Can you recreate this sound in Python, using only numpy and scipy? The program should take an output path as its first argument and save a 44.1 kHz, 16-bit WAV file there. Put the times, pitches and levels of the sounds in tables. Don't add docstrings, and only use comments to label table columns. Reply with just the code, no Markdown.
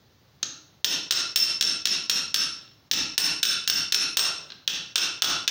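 import sys
import numpy as np
from scipy import signal
from scipy.fft import rfft, irfft
from scipy.io import wavfile
from scipy.ndimage import uniform_filter1d, minimum_filter1d

SR = 44100
rng = np.random.default_rng(int(sys.argv[2]) if len(sys.argv) > 2 else 0)


def waveform_to_disk(signal):
    frames = np.transpose(np.atleast_2d(signal))
    scaled = np.clip(frames, -1, 1) * 32767
    samples = np.round(scaled).astype(np.int16)
    wavfile.write(sys.argv[1], SR, samples)


N = 242550

AGE = np.arange(SR // 2) / SR
BACKGROUND_DB = -59
CUTOFF_HZ = 15900
TREBLE_DB, TREBLE_PER_RING_DB = 1, 0.4
KNOCK_HZ, KNOCK_RISE_HZ_PER_DB = 3480, 171


def from_db(db):
    return 10 ** (np.asarray(db) / 20)


def at_hz(points, hz, axis=1):
    table = np.array(points)
    return np.interp(np.log(hz + 1), np.log(table[:, 0]), table[:, axis])


def dying(t60, age=AGE):
    return np.exp(-np.log(1000) * age / t60)


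def noise(spectrum, size):
    hz = np.arange(size // 2 + 1) * SR / size
    phases = np.exp(2j * np.pi * rng.random(len(hz)))
    x = irfft(from_db(at_hz(spectrum, hz)) * phases, size)
    return x / x.std()


def lowpass(x, hz):
    return signal.sosfilt(signal.butter(2, hz, fs=SR, output="sos"), x)


def even(x, width_hz):
    size = 2 * len(x)
    spectrum = rfft(x, size)
    power = uniform_filter1d(abs(spectrum) ** 2, max(int(width_hz * size / SR), 1))
    return irfft(spectrum / np.sqrt(abs(power) + 1e-9), size)[:len(x)]


def colour(x, spectrum):
    size = 2 * len(x)
    hz = np.arange(len(x) + 1) * SR / size
    cepstrum = irfft(np.log(from_db(at_hz(spectrum, hz))))
    cepstrum[1:len(x)] *= 2
    cepstrum[len(x) + 1:] = 0
    response = np.exp(rfft(cepstrum))
    return irfft(rfft(x, size) * response)[:len(x)]


def resonate(x, hz, boost_db, width_hz):
    peak = signal.lfilter(*signal.iirpeak(hz, hz / width_hz, fs=SR), x)
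    return x + (from_db(boost_db) - 1) * peak


def add(track, s, sound):
    start = min(round(s * SR), N)
    track[..., start:start + sound.shape[-1]] += sound[..., :N - start]


def background():
    # frequency in Hz, relative level in dB per Hz.
    background_spectrum = [(25, -45), (60, -8.5), (120, -0.5), (220, -9), (300, -13), (550, -16),
                           (1800, -22), (2500, -25), (4000, -21), (6500, -27), (7700, -43), (13800, -41),
                           (15000, -27)]
    return from_db(BACKGROUND_DB) * noise(background_spectrum, N)


def workshop(x, build_s=0.012, even_hz=70):
    # frequency in Hz, level in dB, reverberation time t60 in seconds.
    room_bands = [(54.6, -3, 1), (175, 10, 0.6), (423, 2.5, 0.81), (1310, 0.5, 0.54), (4200, -5, 0.54),
                  (5810, -1, 0.45), (9330, -10, 0.4), (11600, -8.5, 0.18), (15500, -13.5, 0.24)]
    age = np.arange(SR) / SR
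    hz = np.arange(SR // 2 + 1)
    white = rfft(rng.standard_normal(SR))
    echoes = np.zeros(SR)
    edges = np.geomspace(30, SR / 2, num=21)
    for low, high in zip(edges, edges[1:]):
        band = irfft(white * ((hz >= low) & (hz < high)), SR)
        t60 = at_hz(room_bands, np.sqrt(low * high), axis=2)
        echoes += band * dying(t60, age)
    build_up = 1 - np.exp(-(age / build_s) ** 2)
    response = colour(even(echoes * build_up, even_hz), room_bands)
    return signal.fftconvolve(x, response)[:N]


def crack(snap_t60=0.0024, clatter_db=-16, clatter_t60=0.035, rise_s=0.00039, even_hz=500, level_db=21):
    # frequency in Hz, relative level in dB per Hz.
    crack_spectrum = [(100, -26.5), (400, -19), (620, -24.5), (1100, -21.5), (1600, -9), (2250, -13.5),
                      (2900, -4), (3600, -1), (4600, -5), (6200, -4), (7900, -20), (10500, -26),
                      (13600, -26.5), (15500, -19.5)]
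    decay = dying(snap_t60) + from_db(clatter_db) * dying(clatter_t60)
    envelope = (1 - np.exp(-AGE / rise_s)) * decay
    burst = even(envelope * rng.standard_normal(len(AGE)), even_hz)
    return from_db(level_db) * colour(burst, crack_spectrum)


def touches():
    # start in seconds, level in dB, ring frequency in Hz,
    # ring boost in dB, top edge in Hz.
    touch_events = [ (0.4286, -11, 6550, 15, 16000), (2.6770, -40, 3100, 5, 5500),
                    (2.7120, -43, 3200, 5, 5500), (4.5025, -24, 4900, 6, 5200),
                    (4.5202, -23, 4190, 4, 5000), (4.6765, -17, 3300, 21, 7000)]
    # frequency in Hz, boost in dB, width in Hz.
    case_resonances = [(197, 10, 320), (1290, 7.5, 180), (4100, 8, 370)]
    out = np.zeros(N)
    for s, level_db, ring_hz, ring_db, edge_hz in touch_events:
        click = crack(snap_t60=0.0099, clatter_db=-2)
        click = lowpass(lowpass(click, edge_hz), edge_hz)
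        for hz, boost_db, width_hz in case_resonances:
            click = resonate(click, hz, boost_db, width_hz)
        click = resonate(click, ring_hz, ring_db, width_hz=340)
        add(out, s, from_db(level_db) * click)
    return out


def ring(modes, detune=0.0012, scatter_db=4.0):
    envelopes = [from_db(db) * dying(t60) for hz, db, t60 in modes]
    x = np.zeros(len(AGE))
    for envelope, (hz, db, t60) in zip(envelopes, modes):
        share = from_db(scatter_db * rng.normal())
        mode_hz = hz * (1 + detune * rng.normal())
        x += envelope * share * np.sin(2 * np.pi * (mode_hz * AGE + rng.random()))
    nominal_energy = np.sum(np.square(envelopes)) / 2
    return x * np.sqrt(nominal_energy / np.sum(x ** 2))


def contact(bar_db, hammer_db, ping_db, treble_hz=8500):
    # frequency in Hz, level in dB, decay time t60 in seconds.
    bar_modes = [(1345, -29, .018), (1410, -29, .018), (1468, -30, .03), (2586, -26, .07), (2680, -26, .04),
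                 (2752, -24, .1), (3500, -32, .1), (3555, -32, .1)]
    hammer_modes = [(5255, -23, .035), (5320, -19.5, .06), (5370, -21, .045), (5420, -17.5, .11),
                    (5480, -27, .04), (5633, -32, .1), (8505, -34, .13), (9766, -42, .2), (11460, -42, .18)]
    ping_modes = [(8342, -27, .08), (8705, -30, .07), (11200, -33, .035), (12380, -34, .08),
                  (13395, -36, .09), (15165, -22, .06), (15205, -20, .09)]
    treble_db = TREBLE_DB + TREBLE_PER_RING_DB * hammer_db
    knock_hz = KNOCK_HZ + KNOCK_RISE_HZ_PER_DB * max(hammer_db, 0)
    snap = colour(crack(), [(treble_hz / np.sqrt(2), 0), (treble_hz, treble_db)])
    snap = resonate(snap, knock_hz, boost_db=4, width_hz=420)
    rings = from_db(bar_db) * ring(bar_modes)
    rings += from_db(hammer_db) * ring(hammer_modes)
    rings += from_db(ping_db) * ring(ping_modes)
    return np.array([snap, rings])


def hammering():
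    # start in seconds, force in dB, hammer ring in dB, ping in dB, bounce in dB re the blow.
    blows = [ (0.8449, 7, -0.5, 1.5, -30), (1.1088, 4.5, 3, -3, -6.5), (1.3596, 7.5, 8, 4.5, -8),
             (1.6101, 3, 4, -12, -3.5), (1.855, 3, 3, -12, -5.5), (2.0966, 3, 4.5, -5, -10.5),
             (2.343, 3, 6.5, -7, -9), (2.9133, 3, 2, 0, -6), (3.1790, 7, 5, 4.5, -11.5),
             (3.4298, 5.5, 2.5, 2.5, -7.5), (3.6760, 0.5, 5.5, 4, 2), (3.9226, 2, 4, -7, 0.5),
             (4.1707, 4, 3, 4.5, -5), (4.6767, 0, -9, -3.5, -11.5), (4.9572, 4, -3, -3, -5.5),
             (5.2211, 6.5, -4.5, -0.5, -5.5), (5.4777, 7.5, -7, -9, -8)]
    # time in seconds, bounce delay in seconds, bar ring in dB.
    seating = [(1.4, 0.014, -0.5), (3.3, 0.0225, 3)]
    out = np.zeros((2, N))
    times, delays, bar_levels = np.transpose(seating)
    for s, force_db, hammer_db, ping_db, bounce_db in blows:
        delay = np.interp(s, times, delays)
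        bar_db = np.interp(s, times, bar_levels)
        blow = contact(bar_db, hammer_db, ping_db)
        bounce = contact(bar_db, hammer_db, ping_db)
        add(out, s, from_db(force_db) * blow)
        add(out, s + delay, from_db(force_db + bounce_db) * bounce)
    return out


def scene(touch_room_db=-2, ring_direct_db=-6):
    cracks, rings = hammering()
    taps = touches()
    direct = cracks + from_db(ring_direct_db) * rings + taps
    echoes = workshop(cracks + rings + from_db(touch_room_db) * taps)
    return (direct + echoes + background())[None]


def duck(x, limit_db, share, sense_s, ahead_s, hold_s, release_db_per_s):
    ahead, hold = max(int(ahead_s * SR), 1), max(int(hold_s * SR), 1)
    power = np.abs(uniform_filter1d(x ** 2, max(int(sense_s * SR), 1)))
    level_db = 10 * np.log10(power + 1e-12)
    gain_db = share * np.minimum(limit_db - level_db, 0)
    gain_db = minimum_filter1d(gain_db, ahead + hold, origin=(hold - 1) // 2, mode="nearest")
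    recovery = release_db_per_s * np.arange(N) / SR
    gain_db = np.minimum.accumulate(gain_db - recovery) + recovery
    return x * from_db(uniform_filter1d(gain_db, ahead))


def record(dry):
    x = duck(dry[0], limit_db=-16.0, share=0.85, sense_s=0.0033, ahead_s=0.033, hold_s=0.027,
             release_db_per_s=226)
    x = duck(x, limit_db=-4.0, share=1, sense_s=0.00013, ahead_s=0.0002, hold_s=0.0005,
             release_db_per_s=2497)
    top_cut = signal.ellip(10, .3, 80, CUTOFF_HZ, fs=SR, output="sos")
    return signal.sosfilt(top_cut, x)[None]


dry = scene()
out = record(dry)
waveform_to_disk(out)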